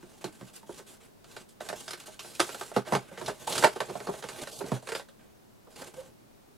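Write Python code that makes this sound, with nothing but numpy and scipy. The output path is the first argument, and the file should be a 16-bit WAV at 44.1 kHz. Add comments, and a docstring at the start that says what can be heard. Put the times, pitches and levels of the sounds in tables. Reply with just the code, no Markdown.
"""Handling a cardboard box

Hands tilt a stiff box on a wooden desk, fit its insert back in, shut the lid and lift it away.
Impacts excite damped panel modes (knocks, snaps) and thump the desk; between them card and skin rub
in a stream of tiny slips. Last comes a soft slide with a short stick-slip hoot.
The room is small and dry; a close stereo microphone adds a faint hiss."""
import sys
import numpy as np
from scipy import signal
from scipy.fft import rfft, irfft, next_fast_len
from scipy.io import wavfile
from scipy.ndimage import map_coordinates

SR = 44100
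rng = np.random.default_rng(int(sys.argv[2]) if len(sys.argv) > 2 else 0)


def master_out(mix):
    """Clip the mix to full scale and print it as 16-bit PCM to the path in sys.argv[1]."""
    frames = np.transpose(np.atleast_2d(mix))
    ceiling = np.clip(frames, -1, 1)
    pcm = np.round(ceiling * 32767).astype(np.int16)
    wavfile.write(sys.argv[1], SR, pcm)


N = 289718
TIME = np.arange(N) / SR

# room tone and microphone hiss: (frequency [Hz], spectral level [dB])
FLOOR_SPECTRUM = [(12, -32), (20, -4), (53, -13), (96, -6), (187, -7.5), (222, -2.5), (248, -8),
                  (422, -7.5), (459, -12.5), (574, -11.5), (1860, -23.5), (3250, -26), (3530, -25.5),
                  (16000, -30.5)]
# likeness of that noise in the two channels: (frequency [Hz], correlation [-1 to 1])
FLOOR_CORRELATION = [(30, .3), (130, -.4), (600, -0.37), (3000, 0), (7000, .3), (15000, .1)]
# card sliding on card, skin or desk:
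# (start [s], duration [s], level [dB], pressure [dB], grit [dB], swell from start to end [dB])
RUB_STROKES = [(0.0, 0.19, -63, 2, -2.5, 4), (0.207, 0.076, -55.5, 1, 1, -0.5),
               (0.32, .18, -59, -3.5, -2.5, 0.5), (0.53, 0.049, -51.5, -6.5, -6, -1.5),
               (0.66, 0.13, -55.5, -1.5, -4.5, 13.5), (0.86, 0.09, -55.5, -5.5, -3.5, -3.5),
               (1.0, 0.061, -62, 0, 2, 3.5), (1.26, .16, -60, -2, -2, 8), (1.486, 0.015, -55.5, -8, -9, -6),
               (1.61, 0.17, -54, 1.5, -1, -9), (1.755, 0.18, -50.5, -5, -5.5, -13),
               (1.97, .08, -56.5, -4, 1, -9), (2.055, 0.1, -49.5, -7, -4.5, -8.5),
               (2.2, .19, -50, -5.5, -6, -3.5), (2.42, 0.28, -46.5, -4, -4.5, -5),
               (2.735, 0.048, -47, 1, 2, 4), (2.87, 0.14, -51.5, 6, 1, -6), (3.01, 0.15, -61.5, 5, 4, 6),
               (3.18, .13, -51, 7.5, -0.5, 2.5), (3.33, 0.12, -53.5, -0.5, -3.5, 11),
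               (3.468, 0.16, -36.5, 2, -4, -0.5), (3.68, 0.19, -53.5, 0.5, -1.5, -0.5),
               (3.88, 0.32, -51, 3, -1.5, 1.5), (4.23, 0.21, -49.5, 1.5, -1.5, 10.5),
               (4.48, .12, -46.5, -4.5, -15, 2), (4.645, 0.12, -49.5, 6, -0.5, 3.5),
               (4.818, 0.17, -51.5, -3.5, -4.5, 11), (5.19, 0.13, -73, 8, 6, -8),
               (5.7, 0.073, -60, -0.5, -2, 7), (5.755, .13, -51.5, 1.5, -1, -0.5),
               (5.935, 0.16, -58.5, 3.5, -1, -9.5)]
# sliding friction: (frequency [Hz], spectral level [dB])
FRICTION_SPECTRUM = [(50, -7.5), (95, -19.5), (130, -8.5), (270, -8.5), (420, 4), (650, 1.5), (1000, -3),
                     (1600, -5), (2300, -4), (4000, -6.5), (5500, -9), (7500, -6), (10500, -9),
                     (13000, -15), (15500, -28.5)]
# resonances of box and desk: (frequency [Hz], level [dB])
MODES = [(128, -2), (195, 1), (255, -5.5), (310, -5.5), (357, 0.5), (400, 4.5), (463, 1), (545, 4),
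         (624, 5), (709, 4.5), (830, 2), (899, 5), (1075, -26.5), (1150, -22), (1268, -23), (1380, 4),
         (1555, 7.5), (1790, 5), (1930, -25), (2288, -14.5), (2800, -5.5), (3750, -21)]
# panels and lid knock, and the desk takes their weight:
# (time [s], scuff time [ms], panel pitch [Hz], level [dB], hardness [dB], thump re level [dB])
PANEL_KNOCKS = [(0.028, 2, 350, -53, -6.5, 4.5), (0.242, 0.41, 369, -36, -10, -4),
                (0.272, 2.2, 315, -51, -17, 3), (0.412, 1.8, 516, -48.5, -5.5, 3.5),
                (0.63, .6, 880, -54.5, -7.5, -6), (0.693, 0.54, 371, -39.5, -36, -7.5),
                (0.799, 6.1, 381, -50.5, -5, -13), (1.607, 1.4, 656, -38.5, -6, -19),
                (1.699, 0.66, 656, -39.5, -3, -12), (1.728, 0.76, 666, -36, -8.5, -22),
                (2.081, 1.1, 640, -48, -14, -14), (2.716, 1.1, 590, -43, -8, -25),
                (2.764, 1.1, 426, -22, -12, -5.5), (2.874, 13, 624, -41.5, -6, -29),
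                (2.923, 0.84, 787, -25.5, -10.5, -4.5), (2.936, 3.5, 890, -28.5, -6.5, -15),
                (2.951, 0.4, 429, -26, -5.5, -7), (3.116, 1.3, 520, -46, -16, -5.5),
                (3.177, 2.5, 485, -43.5, -3, -10), (3.214, 0.94, 352, -40, -5.5, -9),
                (3.283, 3, 595, -32, -5, -12), (3.297, 3.2, 423, -39, -8, -17),
                (3.476, 0.8, 920, -34.5, -10, -32), (3.626, 1.5, 450, -29.5, -0.5, -22),
                (3.638, 0.58, 864, -19, -5, -18.5), (3.644, 0.19, 429, -18.5, -2, -17.5),
                (3.673, 8.6, 1020, -33, -3, -26), (3.761, 0.6, 433, -36, -11, -16),
                (3.804, 0.52, 581, -29.5, -3, -18.5), (3.899, 7.6, 376, -36.5, -12, -7.5),
                (3.954, 0.96, 678, -35.5, -14, -12), (4.003, .53, 425, -41.5, -5, -9),
                (4.071, 1.4, 502, -36, -6.5, -9), (4.088, 0.94, 413, -31, -27, -5.5),
                (4.139, 2, 620, -40, -10.5, -22), (4.239, 0.36, 450, -39, -4, -9),
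                (4.612, 4.1, 417, -34, -12, -15), (4.64, 0.89, 406, -48.5, -4, 9.5),
                (4.718, 0.38, 432, -30, -11, -1.5), (4.722, 0.81, 132, -41.5, -20, 10.5),
                (4.826, 1, 592, -53, -13, -10), (5.673, 3.2, 490, -55.5, -14.5, -24),
                (5.82, 4.5, 559, -44.5, -5.5, -10)]
# card edges catch and flick free: (time [s], panel pitch [Hz], level [dB], brightness [dB])
EDGE_SNAPS = [(0.243, 357, -48, 5), (1.244, 660, -60, 2), (1.314, 357, -64, 7.5), (1.366, 581, -47, -1.5),
              (1.689, 705, -42, 1), (1.88, 655, -44.5, 2), (1.908, 337, -45, 4.5), (1.933, 366, -44.5, 1.5),
              (2.001, 339, -57, 7.5), (2.194, 1030, -48.5, 6), (2.246, 660, -56.5, -7),
              (2.352, 769, -57.5, 10), (2.397, 365, -31.5, -4.5), (2.402, 349, -27, 0.5),
              (2.492, 1280, -44, -1.5), (2.546, 1250, -44.5, -1.5), (2.612, 1220, -41.5, -3.5),
              (2.952, 800, -36, -4.5), (3.262, 600, -49.5, 9.5), (3.525, 463, -43.5, 8.5),
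              (3.555, 620, -38, 1.5), (3.58, 616, -35, 4), (4.225, 444, -47.5, -0.5),
              (4.288, 430, -43.5, 1), (4.473, 564, -45, -1), (4.765, 560, -54, -6), (4.872, 547, -46, -0.5),
              (4.889, 456, -42, -1.5), (4.92, 466, -39, -4.5), (4.951, 524, -38.5, -1),
              (4.996, 584, -48.5, -3), (5.087, 530, -60, -0.5)]
# the crowd of short-lived panel modes: (frequency [Hz], spectral level [dB])
PANEL_SPECTRUM = [(60, -35.5), (98, -24.5), (130, 2), (270, -11), (400, 7), (900, 1), (1550, 4), (2100, 2),
                  (3100, -9), (4200, -10), (6000, -16), (9000, -16), (12000, -22), (15500, -47)]
# sticking and slipping on the desk: (time [s], level [dB], pitch [Hz])
HOOT_CURVE = [(5.94, -75, 510), (5.975, -53, 510), (5.987, -42, 515), (5.996, -40, 520), (6.01, -46, 528),
              (6.03, -56, 540), (6.085, -64, 540), (6.13, -78, 544)]
# partials of the hoot: (frequency ratio [1], level [dB])
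HOOT_SPECTRUM = [(1, 0), (1.8, -22)]
# the box sounds a little louder on the right; the recorder's stereo processing shifts the phase
# between the channels: (frequency [Hz], left minus right [dB], left phase lead [rad])
CHANNEL_DIFFERENCES = [(60, -1.5, -.2), (130, -2.4, -.65), (260, -2.8, -.6), (600, -4.3, -.62),
                       (1200, -3.8, -.25), (2400, -2.3, -.05), (5000, -2.2, -.15), (9000, -.5, -.35),
                       (14000, 0, -.9)]
# boundaries between the four registers: (frequency [Hz])
REGISTER_EDGES = [280, 1100, 3200]


def from_db(db):
    """A level in decibels is a logarithmic amplitude ratio."""
    return 10 ** (np.asarray(db) / 20)


def unit_rms(x):
    """Normalisation to a mean power of 1."""
    return x / np.sqrt(np.mean(x ** 2) + 1e-20)


def at_hz(table, hz, column=1):
    """Interpolation of one column on a logarithmic frequency axis."""
    table = np.array(table)
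    return np.interp(np.log(hz + 1e-3), np.log(table[:, 0]), table[:, column])


def bin_gains(spectrum, size):
    """Magnitude response of a spectrum table at the bins of a Fourier transform."""
    return from_db(at_hz(spectrum, np.fft.rfftfreq(size, 1 / SR)))


def coloured_noise(spectrum, size):
    """Spectral shaping of white noise, at unit rms."""
    padded = next_fast_len(size, True)
    white = rfft(rng.standard_normal(padded))
    return unit_rms(irfft(white * bin_gains(spectrum, padded), padded)[:size])


def flutter(rate_hz):
    """Random modulation at unit rms, interpolated between rate_hz values a second."""
    return unit_rms(np.interp(TIME * rate_hz, np.arange(N), rng.standard_normal(N)))


def registers(lowest_hz):
    """A band-pass filter bank divides a sound into four registers, low to high."""
    edges = [lowest_hz, *REGISTER_EDGES, 17000]
    return [signal.butter(3, band, "band", fs=SR, output="sos") for band in zip(edges, edges[1:])]


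def room_tone(level_db=-61):
    """Stationary air noise and hiss: the ratio of side to mid sets the correlation of the channels."""
    padded = next_fast_len(N, True)
    mid, side = (rfft(coloured_noise(FLOOR_SPECTRUM, padded)) for _ in range(2))
    correlation = at_hz(FLOOR_CORRELATION, np.fft.rfftfreq(padded, 1 / SR))
    side *= np.sqrt((1 - correlation) / (1 + correlation))
    return from_db(level_db) * irfft(np.array([mid + side, mid - side]), padded)[:, :N]


def stroke_gains(attack_s=0.007, release_s=0.023, rumble_db=-4.5, rumble_follows=0.77, usual_db=-50.5):
    """Incoherent strokes add in power, giving the envelopes of rumble, body, rasp and hiss."""
    power = np.zeros((4, N))
    for start, duration, level_db, pressure_db, grit_db, swell_db in RUB_STROKES:
        first = int(start * SR)
        t = TIME[first:first + int((duration + .3) * SR)] - start
        envelope = np.clip(t / attack_s, 0, 1) * np.exp(-np.maximum(t - duration, 0) / release_s)
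        envelope *= from_db(level_db + swell_db * (np.minimum(t / duration, 1) - .5))
        # rumble comes from pressure and only partly follows the stroke's level
        low_db = rumble_db + pressure_db - (1 - rumble_follows) * (level_db - usual_db)
        balance = from_db([low_db, pressure_db, grit_db, 0])
        power[:, first:first + len(t)] += np.outer(balance, envelope) ** 2
    return np.sqrt(power)


def moving_contact(x, rate_hz=26, depth_db=2.4, bands=56):
    """Excitation depends on position: as the contact travels, narrow resonances swell and fade."""
    hz, times, frames = signal.stft(x, SR, nperseg=512)
    band = np.interp(np.log(hz + 1), np.log([250, 14000]), [0, bands - 1])
    turns = np.clip(rng.standard_normal((bands, int(times[-1] * rate_hz) + 2)), -2, 2)
    grid = np.meshgrid(band, times * rate_hz, indexing="ij")
    gains = map_coordinates(from_db(depth_db * turns), grid, order=1, mode="nearest")
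    return signal.istft(frames * gains, SR)[1][:N]


def mode_t60(hz):
    """Damping in cardboard is heavy and rises with frequency; seconds to decay by 60 dB."""
    return .1 * (hz / 400) ** -.2


def box_resonance(x, direct_gain=0.98):
    """Forced vibration: friction drives each mode of the box as a two-pole resonator."""
    out = direct_gain * x
    for k, (hz, db) in enumerate(MODES):
        radius = from_db(-60 / (mode_t60(hz) * SR))
        numerator = np.array([1, 0, -1]) * (1 - radius ** 2) / 2
        denominator = [1, -2 * radius * np.cos(2 * np.pi * hz / SR), radius ** 2]
        out += (-1) ** k * from_db(db) * signal.lfilter(numerator, denominator, x)
    return out


def rubbing(slips_per_s=1900, slip_spread_db=1.5, smooth_db=4.5, judder_db=2.0, gain_db=-1.93):
    """Friction noise: fibres catch and release at random, unevenly with the pressure of the hand."""
    sizes = from_db(slip_spread_db * np.minimum(rng.exponential(1, N), 4)) * rng.choice([-1, 1], N)
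    slips = unit_rms(sizes * (rng.random(N) < slips_per_s / SR))
    force = slips + from_db(smooth_db) * rng.standard_normal(N)
    force = moving_contact(force * from_db(judder_db * flutter(rate_hz=110)))
    padded = next_fast_len(N, True)
    friction = irfft(rfft(force, padded) * bin_gains(FRICTION_SPECTRUM, padded), padded)[:N]
    vibration = box_resonance(friction)
    bands = [unit_rms(signal.sosfilt(sos, vibration)) for sos in registers(lowest_hz=50)]
    return from_db(gain_db) * np.sum(stroke_gains() * bands, axis=0)


def contacts():
    """Harder contact is brighter: (time [s], scuff [ms], pitch [Hz], thump, body, clack, crack [dB])."""
    for onset, scuff_ms, pitch_hz, db, hard_db, thump_db in PANEL_KNOCKS:
        yield onset, scuff_ms, pitch_hz, db + thump_db, db, db + hard_db, db + hard_db - 6
    for onset, pitch_hz, db, bright_db in EDGE_SNAPS:   # quick, and hardly moving the desk
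        yield onset, 1, pitch_hz, db - 15, db - bright_db, db + 1.8, db + bright_db


def struck_spectrum(pitch_hz, hump_db=4.0, hump_octaves=.3, spread_db=2.5):
    """Point response of the card: a resonant hump at the panel's pitch, with chance peaks and dips."""
    hz = np.geomspace(40, 16000, 52)
    hump = hump_db * np.exp(-(np.log2(hz / pitch_hz) / hump_octaves) ** 2)
    ripple = spread_db * rng.standard_normal(len(hz))
    return np.column_stack([hz, at_hz(PANEL_SPECTRUM, hz) + hump + ripple])


def panel_ring(t, pitch_hz, spectrum, focus_db=18.0, focus_octaves=0.099, detune=0.0088,
               crowd_db=11.5, crowd_t60=0.12):
    """Free vibration: where the box is struck and held selects its modes and detunes them slightly."""
    hz, db = np.transpose(MODES)
    scatter_db, shift, polarity = rng.standard_normal((3, len(hz)))
    nearness = np.exp(-(np.log2(hz / pitch_hz) / focus_octaves) ** 2)
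    gains = np.sign(polarity) * from_db(db + scatter_db + focus_db * nearness)
    sines = np.sin(2 * np.pi * (hz * (1 + detune * shift))[:, None] * t)
    build_up = 1 - np.exp(-2 * hz[:, None] * t)   # takes about half a cycle
    decay = from_db(-60 * t / mode_t60(hz)[:, None])
    crowd = coloured_noise(spectrum, len(t)) * from_db(crowd_db - 60 * t / crowd_t60)
    return gains @ (sines * build_up * decay) + crowd


def impact_pulse(spectrum, size):
    """A minimum-phase pulse of unit energy packs the spectrum into the first instant of a blow."""
    padded = next_fast_len(2 * size, True)
    cepstrum = irfft(np.log(bin_gains(spectrum, padded)), padded)
    causal = np.concatenate([[0], 2 * cepstrum[1:size]])
    pulse = irfft(np.exp(rfft(causal, padded)), padded)[:size]
    return pulse / np.linalg.norm(pulse)


def knocks_and_snaps(hit_db=38.5, softening_db_per_ms=4.0, snap_db=20.0, snap_t60=0.026, scuff_db=13.5):
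    """Impact excitation: each contact scuffs, hits, snaps for an instant and leaves the panels ringing."""
    out = np.zeros(N + SR)
    t = np.arange(SR // 6) / SR
    lead, early = SR // 40, SR // 50   # samples before and just after the hit
    filters = registers(lowest_hz=116)
    yielding = signal.butter(2, 1700, fs=SR, output="sos")
    soft_edge = signal.butter(1, 7000, fs=SR, output="sos")
    for onset, scuff_ms, pitch_hz, *levels_db in contacts():
        scuff_s = scuff_ms / 1000
        spectrum = struck_spectrum(pitch_hz)
        ring = panel_ring(t, pitch_hz, spectrum)
        # dull or dragging contacts hardly snap
        _, body_db, _, crack_db = levels_db
        dull_db = 0.18 * min(crack_db - body_db, 0)
        snap_envelope = from_db(snap_db + dull_db - 60 * t / snap_t60) * np.exp(-scuff_s / 0.0011)
        snap = signal.sosfilt(soft_edge, snap_envelope * coloured_noise(spectrum, len(t)))
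        # the edge drags in a swelling burst of tiny slips before it lands
        swell = np.exp(-np.arange(lead)[::-1] / (1.2 * scuff_s * SR + 1))
        scuff = from_db(scuff_db) * coloured_noise(spectrum, lead) * swell
        hit = from_db(hit_db - softening_db_per_ms * scuff_ms) * impact_pulse(spectrum, len(t))
        blow = np.concatenate([scuff, signal.sosfilt(yielding, hit) + ring + snap])
        start = max(round(onset * SR) - lead, 0)
        for sos, db in zip(filters, levels_db):
            band = signal.sosfilt(sos, blow)
            out[start:start + len(band)] += from_db(db) * band / np.std(band[lead:lead + early])
    return out[:N]


def hoot(waver=.025, roughness_db=2.4):
    """Stick-slip oscillation: for a moment the slips fall into step and sing, rising a little in pitch."""
    times, levels_db, pitches_hz = np.transpose(HOOT_CURVE)
    pitch_hz = np.interp(TIME, times, pitches_hz) * (1 + waver * flutter(rate_hz=120))
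    phase = 2 * np.pi * np.cumsum(pitch_hz) / SR
    tone = sum(from_db(db) * np.sin(ratio * phase) for ratio, db in HOOT_SPECTRUM)
    rough_tone = unit_rms(tone * from_db(roughness_db * flutter(rate_hz=90)))
    sliding = (TIME > times[0]) & (TIME < times[-1])
    return sliding * from_db(np.interp(TIME, times, levels_db)) * rough_tone


def stereo_pickup(x):
    """Interchannel differences: a little louder on the right; the recorder's processing shifts phase."""
    padded = next_fast_len(N + SR // 10, True)
    hz = np.fft.rfftfreq(padded, 1 / SR)
    left_db, left_rad = (at_hz(CHANNEL_DIFFERENCES, hz, column) for column in (1, 2))
    left = from_db(left_db / 2) * np.exp(.5j * left_rad)
    return irfft(rfft(x, padded) * np.array([left, 1 / left]), padded)[:, :N]


def early_reflections(x, level_db, paths=3):
    """Scattering from moving hands and lid comes and goes, decorrelating the two channels."""
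    spectrum = [(100, -16), (600, -8), (1100, -9), (2000, -4),
                (4200, -8), (8000, -4), (13000, 0), (18000, -2)]
    small_surfaces = signal.butter(1, 400, "high", fs=SR, output="sos")
    scattered = signal.sosfilt(small_surfaces, x)
    side = np.zeros(N)
    for _ in range(paths):
        path = coloured_noise(spectrum, SR // 400)
        side += signal.oaconvolve(scattered, path / np.linalg.norm(path))[:N] * flutter(rate_hz=45)
    return from_db(level_db) * np.array([side, -side]) / np.sqrt(paths)


def reverberation(x, level_db, t60, delay_s=.004):
    """A diffuse field decays exponentially, with an independent tail in each channel."""
    t = np.arange(SR // 4) / SR
    spectrum = [(100, -8), (500, -4), (2000, 0), (5000, -1), (13000, -2)]
    decay = from_db(-60 * t / t60) * (t > delay_s)
    tails = [coloured_noise(spectrum, len(t)) * decay for _ in range(2)]
    channels = [signal.oaconvolve(x, tail / np.linalg.norm(tail))[:N] for tail in tails]
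    return from_db(level_db) * np.array(channels)


def scene():
    """Superposition of the box's direct sound, its reflections and the room tone."""
    box = knocks_and_snaps() + rubbing() + hoot()
    near = early_reflections(box, level_db=-6.0)
    return stereo_pickup(box) + near + reverberation(box, level_db=-16.5, t60=.21) + room_tone()


def record(dry, cutoff_hz=15900):
    """Band limiting: an elliptic low-pass cuts the highest treble steeply."""
    return signal.sosfilt(signal.ellip(10, .2, 70, cutoff_hz, fs=SR, output="sos"), dry)


dry = scene()
out = record(dry)
master_out(out)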